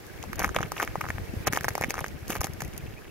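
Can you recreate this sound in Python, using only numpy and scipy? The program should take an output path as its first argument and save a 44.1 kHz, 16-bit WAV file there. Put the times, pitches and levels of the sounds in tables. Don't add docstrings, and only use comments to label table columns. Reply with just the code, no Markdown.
import sys
import numpy as np
from scipy import signal
from scipy.fft import rfft, irfft
from scipy.io import wavfile
from scipy.ndimage import uniform_filter1d, minimum_filter1d

SR = 44100
rng = np.random.default_rng(int(sys.argv[2]) if len(sys.argv) > 2 else 0)


def convert_level_to_amplitude(level_db):
    exponent = np.asarray(level_db, float) / 20
    return 10 ** exponent


def bounce(signal):
    frames = np.transpose(np.atleast_2d(signal))
    limited = np.clip(frames, -1, 1)
    pcm = np.round(limited * 32767).astype(np.int16)
    wavfile.write(sys.argv[1], SR, pcm)


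N = 136710

# time in seconds, level in dB.
WASH_SWELL = [
    (0, -46.5),
    (1.8, -43.5),
    (2.15, -48),
    (2.7, -47),
    (3.1, -50.5),
]
# frequency in Hz, level in dB.
WASH_SPECTRUM = [(300, 8), (1100, -7.5), (1800, -3.5), (3300, -14), (5500, -14.5), (8300, -21),
                 (12500, -17), (15800, -21)]
# time in seconds, level in dB.
GUST = [
    (0, -52.5),
    (.45, -37),
    (.8, -45),
    (1.3, -40),
    (2.1, -43.5),
    (2.5, -44),
    (3.1, -44.5),
]
# frequency in Hz, level in dB.
WIND_SPECTRUM = [(20, -10.5), (75, -1.5), (280, -13), (800, -25.5)]
# centre in seconds, peak in dB, frequency in Hz.
BUFFETS = [(0.3, -28.5, 173), (0.449, -27.5, 280), (0.467, -31.5, 160), (0.563, -28, 146),
           (0.605, -22, 137), (0.651, -26, 125), (0.83, -29, 303), (0.914, -29.5, 89), (0.982, -27, 141),
           (1.034, -35, 150), (1.102, -28, 182), (1.153, -26, 83), (1.181, -31, 88.6), (1.218, -28, 84),
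           (1.298, -27.5, 91), (1.339, -24.5, 248), (1.375, -23.5, 82), (1.407, -27.5, 116),
           (1.479, -24, 138), (1.503, -25, 128), (1.534, -23, 257), (1.611, -27.5, 130), (1.667, -28.5, 97),
           (1.712, -26, 109), (1.812, -24, 149), (1.854, -34, 193), (1.886, -24, 216), (2.23, -30.5, 95),
           (2.3, -21, 290), (2.375, -29.5, 120), (2.404, -22, 76.5), (2.449, -27.5, 174), (2.501, -27, 123),
           (2.628, -29, 149), (2.686, -31, 144), (2.8, -32, 142), (2.84, -26.5, 117), (2.885, -29.5, 95)]
# start in seconds, length in seconds, body in dB, fizz in dB.
CRUNCHES = [(0.226, 0.028, -53, -73), (0.385, 0.091, -40, -47), (0.562, 0.0079, -28.5, -44),
            (0.582, 0.086, -44, -57), (0.765, 0.07, -42, -45), (0.826, 0.017, -33, -41),
            (1.472, 0.01, -26, -32), (1.525, 0.062, -41.5, -43), (1.896, 0.023, -40, -43),
            (1.967, 0.049, -46.5, -54), (2.059, 0.015, -47, -52), (2.295, 0.038, -36, -36),
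            (2.345, 0.038, -46.5, -43.5), (2.436, 0.026, -40.5, -43)]
# time in seconds, knock in dB, knock in Hz, splinter in dB.
CRACKS_1 = [(0.2394, -27.5, 910, -41), (0.3317, -20.5, 1320, -33), (0.3943, -21.5, 1370, -21.5),
            (0.4021, -18.5, 780, -37), (0.4064, -23, 1590, -47), (0.4119, -35, 2190, -45),
            (0.4185, -21, 1570, -40), (0.4236, -21, 1260, -47), (0.4286, -32, 1800, -39),
            (0.4374, -25, 1250, -42), (0.441, -20.5, 840, -46), (0.4456, -10, 1310, -26),
            (0.4523, -25, 1460, -48), (0.4616, -35, 1680, -43), (0.4792, -27, 1120, -41),
            (0.4922, -23, 1420, -38), (0.5476, -24, 1420, -34.5), (0.5652, -14, 880, -39.5),
            (0.5879, -15.5, 1310, -34.5), (0.6073, -20.5, 704, -41), (0.63, -16.5, 1480, -36),
            (0.72, -18, 1040, -26.5),
            (0.7733, -31.5, 1230, -45), (0.8004, -17, 1330, -33), (0.8034, -19.5, 1410, -43),
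                 (0.811, -22, 1290, -49), (0.8188, -27, 1200, -37), (0.824, -23, 1150, -48),
                 (0.8287, -13.5, 970, -29), (0.8364, -28, 2180, -56), (0.8493, -31, 735, -35.5),
                 (0.8766, -22.5, 1447, -39.5), (0.9567, -15, 920, -43), (1.0102, -20, 1200, -35),
                 (1.0136, -19.5, 1270, -35), (1.0407, -25, 1370, -55), (1.0445, -26, 870, -50),
                 (1.0545, -28, 1670, -46), (1.0659, -26.5, 1260, -53), (1.0878, -25, 1360, -39),
                 (1.1042, -17.5, 1790, -36.5), (1.1063, -26.5, 1370, -48), (1.1833, -27, 1770, -59)]
# time in seconds, knock in dB, knock in Hz, splinter in dB.
CRACKS_2 = [(1.4717, -12.5, 1200, -31.5), (1.476, -23.5, 1270, -25.5), (1.5269, -21, 1730, -27),
            (1.5339, -14, 1740, -23.5), (1.5506, -27, 1940, -48), (1.5594, -27, 1020, -34),
            (1.564, -25, 1820, -37), (1.5652, -25, 1830, -35), (1.574, -14, 940, -28.5),
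            (1.6098, -24, 1730, -31), (1.645, -15, 1660, -27), (1.6507, -22, 970, -32),
            (1.6834, -13, 1720, -27), (1.6877, -24, 1790, -23.5), (1.6916, -29, 1500, -34),
            (1.7064, -30, 1960, -40), (1.7537, -18, 740, -27), (1.78, -18, 890, -31.5),
            (1.8121, -16.5, 714, -26), (1.8218, -20.5, 1850, -33.5), (1.8276, -20.5, 1870, -35),
            (1.839, -16, 2090, -33), (1.8445, -17, 1920, -33), (1.9015, -34, 2100, -53),
            (1.9067, -18, 2020, -24.5), (1.9418, -20.5, 1170, -33.5), (1.9548, -28, 1220, -40),
            (1.9809, -23, 700, -43), (1.9843, -29, 1290, -48), (1.9913, -22.5, 1070, -33.5),
            (2.0104, -25.5, 865, -52), (2.0433, -17.5, 1640, -33), (2.0636, -29, 1900, -44)]
# time in seconds, knock in dB, knock in Hz, splinter in dB.
CRACKS_3 = [(2.304, -19.5, 970, -25), (2.3543, -23, 1600, -32), (2.3611, -23.5, 700, -48),
            (2.3673, -24.5, 1260, -37), (2.408, -32, 1580, -27), (2.4108, -23, 1350, -48),
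            (2.4154, -19, 940, -25), (2.4442, -24, 1030, -22), (2.4457, -29, 830, -49),
            (2.4697, -25.5, 1540, -34.5), (2.606, -26.5, 1860, -33), (2.6092, -27, 1850, -36),
            (2.6202, -26, 870, -29)]
# time in seconds, level in dB.
LONE_SPLINTERS = [(0.0672, -44.5), (0.228, -37), (0.358, -36.5), (0.4007, -44), (0.4328, -32),
                  (0.4635, -42), (0.5623, -26.5), (0.6163, -41), (1.0948, -38), (1.4724, -25.5),
                  (1.5414, -50), (1.6344, -37), (1.7358, -41), (1.899, -34), (2.0062, -31.5),
                  (2.0828, -35.5), (2.2812, -33.5), (2.3224, -37), (2.345, -42), (2.4326, -38),
                  (2.4595, -39), (2.5357, -37.5), (2.5486, -58), (2.6167, -43), (2.6373, -43), (2.649, -39),
                  (2.68, -43.5), (2.7365, -44), (2.766, -46), (2.7789, -30.5)]
# frequency in Hz, level in dB.
SPLINTER_SPECTRUM = [(2200, -4), (3600, -12.5), (6450, 2), (8000, -11.5), (12000, -0.5), (15800, -11)]
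# frequency in Hz, gain in dB.
BODY_COLOUR = [(150, 2.5), (500, 2), (1250, -1), (1900, -1.5), (2700, 4.5), (4000, 16.5)]

TRICKLE_DB, TRICKLE_PER_S = -49.5, 25
BUFFET_CYCLES = 0.55
KNOCK_PEAK_S, GRAIN_PEAK_S = 0.0009, 0.00063
RING_DB, RING_S = -6, 0.0013
SPLINTER_S, SPLINTER_TILT_DB = 0.001, 2.5
PORT_LAG_SAMPLES = 4
STARVE_DB = -22.5


def evened(x):
    return x / np.sqrt(np.mean(x ** 2) + 1e-20)


def coloured(x, points):
    f, db = np.transpose(points)
    hz = np.fft.rfftfreq(N, 1 / SR) + 1
    gain = convert_level_to_amplitude(np.interp(np.log(hz), np.log(f), db, -80, -80))
    return irfft(rfft(x) * gain, N)


def drift(per_s, channels):
    step = int(SR / per_s)
    noise = rng.standard_normal((channels, N))
    return evened(uniform_filter1d(uniform_filter1d(noise, step), step))


def impulses(per_s, spread_db, most, shape=N):
    hits = rng.random(shape) < per_s / SR
    return hits * convert_level_to_amplitude(spread_db * np.minimum(rng.exponential(1, N), most))


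def add(mix, s, sound):
    part = mix[..., round(s * SR):][..., :sound.shape[-1]]
    part += sound[..., :part.shape[-1]]


def wash():
    level_db = np.interp(np.arange(N) / SR, *np.transpose(WASH_SWELL))
    hiss = evened(coloured(rng.standard_normal((2, N)), WASH_SPECTRUM))
    return hiss * convert_level_to_amplitude(level_db + drift(60, channels=1) / 2)


def trickle():
    out, t = np.zeros((2, N)), np.arange(1024) / SR
    envelope = np.exp(-t / 0.0061) * np.minimum(t / 0.0006, 1)
    for hz in np.geomspace(1500, 2600, num=8):
        drops = impulses(TRICKLE_PER_S / 8, 4.4, 2, (2, N))
        bubble = np.sin(2 * np.pi * hz * t * (1 + 2.6 * t)) * envelope
        out += signal.oaconvolve(drops + 0.5 * drops[::-1], bubble[None], axes=1)[:, :N]
    return convert_level_to_amplitude(TRICKLE_DB) * out


def wind():
    t = np.arange(N) / SR
    rumble = evened(coloured(rng.standard_normal((2, N)), WIND_SPECTRUM))
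    lumps_db = 11.1 * np.tanh(0.5 * drift(69, channels=2))
    out = rumble * convert_level_to_amplitude(np.interp(t, *np.transpose(GUST)) + lumps_db + [[0.8], [-0.8]])
    for (s, db, hz), chance in zip(BUFFETS, rng.random((len(BUFFETS), 2))):
        turns = (t[:2048] - t[1024]) * hz
        apart_turns = np.array([[1], [-1]]) * (chance[1] - 0.5) * 30 / hz
        swing = np.sin(2 * np.pi * (turns + chance[0] + apart_turns))
        puff = swing * np.exp(-(turns / BUFFET_CYCLES) ** 2)
        add(out, s - t[1024], convert_level_to_amplitude(db + np.array([[1.5], [-1.5]])) * puff)
    return out


def slush():
    out, t = np.zeros((2, N)), np.arange(N) / SR
    for s, length_s, body_db, fizz_db in CRUNCHES:
        swell_db = -1800 * np.maximum(s - t, 0)
        sag_db = -6 * np.maximum(t - s, 0) / length_s
        stop_db = -4100 * np.maximum(t - s - length_s, 0)
        out += convert_level_to_amplitude([[body_db], [fizz_db]]) * convert_level_to_amplitude(swell_db + sag_db + stop_db)
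    return out


def knock(hz, peak_s, chance):
    t = np.arange(1024) / SR
    rise = t / peak_s
    second_hz = (850 if hz > 1450 else 1850) * (0.85 + 0.26 * chance[1])
    second = np.sin(2 * np.pi * (t * second_hz + chance[2]))
    tone = np.sin(2 * np.pi * (t * hz + chance[0]))
    envelope = rise ** 1.57 * np.exp(1.38 * (1 - rise ** 1.58))
    snap = envelope * (tone + chance[3] * second)
    decay = np.exp(-t / (RING_S * (0.18 + chance[4])))
    return snap + convert_level_to_amplitude(RING_DB) * np.minimum(rise, 1) ** 2 * decay * tone


def knocks(cracks):
    out = np.zeros((2, N))
    for (s, db, hz, _), chance in zip(cracks, rng.random((len(cracks), 7))):
        sound = convert_level_to_amplitude(db) * knock(hz, KNOCK_PEAK_S, chance)
        lag_s = PORT_LAG_SAMPLES * (0.35 + 0.9 * chance[5]) / SR
        side = chance[6] - 0.5
        add(out[0], s - KNOCK_PEAK_S + lag_s, sound * convert_level_to_amplitude(2.7 * side))
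        add(out[1], s - KNOCK_PEAK_S, sound / convert_level_to_amplitude(5.6 * side))
    return out


def splinters(cracks):
    out, t = np.zeros((2, N)), np.arange(1024) / SR - 0.006
    skirt = np.exp(-np.maximum(t / 0.009, -t / 0.0018))
    burst = np.exp(-(t / SPLINTER_S) ** 2) + 0.043 * skirt
    events = [(row[0], row[3]) for row in cracks] + LONE_SPLINTERS
    for (s, db), tilt in zip(events, rng.uniform(-1.84, 1, len(events))):
        tilt_db = 1.62 + SPLINTER_TILT_DB * np.clip(tilt, -1, 1)
        add(out, s + t[0], convert_level_to_amplitude(db + tilt_db * np.array([[1], [-1]])) * burst)
    return out


def grains(pressure):
    out = np.zeros((2, N))
    for hz in np.geomspace(420, 2500, num=16):
        hits = (pressure + convert_level_to_amplitude(-58.5)) * impulses(45, 4.5, 3)
        swarm = signal.oaconvolve(hits, knock(hz, GRAIN_PEAK_S, rng.random(5)))[:N]
        out += np.array([np.roll(swarm, rng.integers(2 * PORT_LAG_SAMPLES) - 1), swarm])
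    return out


def crumble(pressure):
    ticks = signal.oaconvolve(impulses(220, 2.2, 3), np.hanning(80), "same")
    ticks = ticks * convert_level_to_amplitude(1.8 * drift(200, channels=2))
    grind = pressure * convert_level_to_amplitude(-4.5 + 2.9 * drift(230, channels=2))
    return grind + 0.63 * (pressure + convert_level_to_amplitude(-56)) * ticks


def ice():
    cracks = CRACKS_1 + CRACKS_2 + CRACKS_3
    body_pressure, fizz_pressure = slush()
    body = knocks(cracks) + grains(body_pressure)
    fizz_low, fizz_high = splinters(cracks) + crumble(fizz_pressure)
    a, b = rng.standard_normal((2, N))
    unlike = 0.6 * signal.hilbert(a).imag + 0.75 * b
    grit = evened(coloured(np.array([a, unlike]), SPLINTER_SPECTRUM))
    low = signal.sosfiltfilt(signal.butter(4, 8300, fs=SR, output="sos"), grit)
    return coloured(body, BODY_COLOUR) + fizz_low * low + fizz_high * (grit - low)


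def scene():
    near, t = ice(), np.arange(2048) / SR
    scatter = rng.standard_normal((2, 2048)) * convert_level_to_amplitude(-60 * t / 0.024) * (t > 0.0015)
    scatter = scatter / np.linalg.norm(scatter[0])
    wet = signal.fftconvolve(near, scatter, axes=1)[:, :N]
    return near + convert_level_to_amplitude(-9.5) * wet + wind() + wash() + trickle()


def top_cut(x):
    return signal.sosfilt(signal.butter(12, 16990, fs=SR, output="sos"), x)


def record(dry):
    hz, _, z = signal.stft(dry, SR, nperseg=256)
    power = uniform_filter1d(uniform_filter1d(abs(z) ** 2, size=4, axis=1), size=2, axis=2)
    nearby_peak = -minimum_filter1d(-power, size=17, axis=2)
    starved = (power < nearby_peak * convert_level_to_amplitude(2 * STARVE_DB)) & (hz[:, None] > 3800)
    kept = signal.istft(z * ~starved, SR, nperseg=256)[1][:, :N]
    return top_cut(0.58 * np.tanh(kept / 0.62))


dry = scene()
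out = record(dry)
bounce(out)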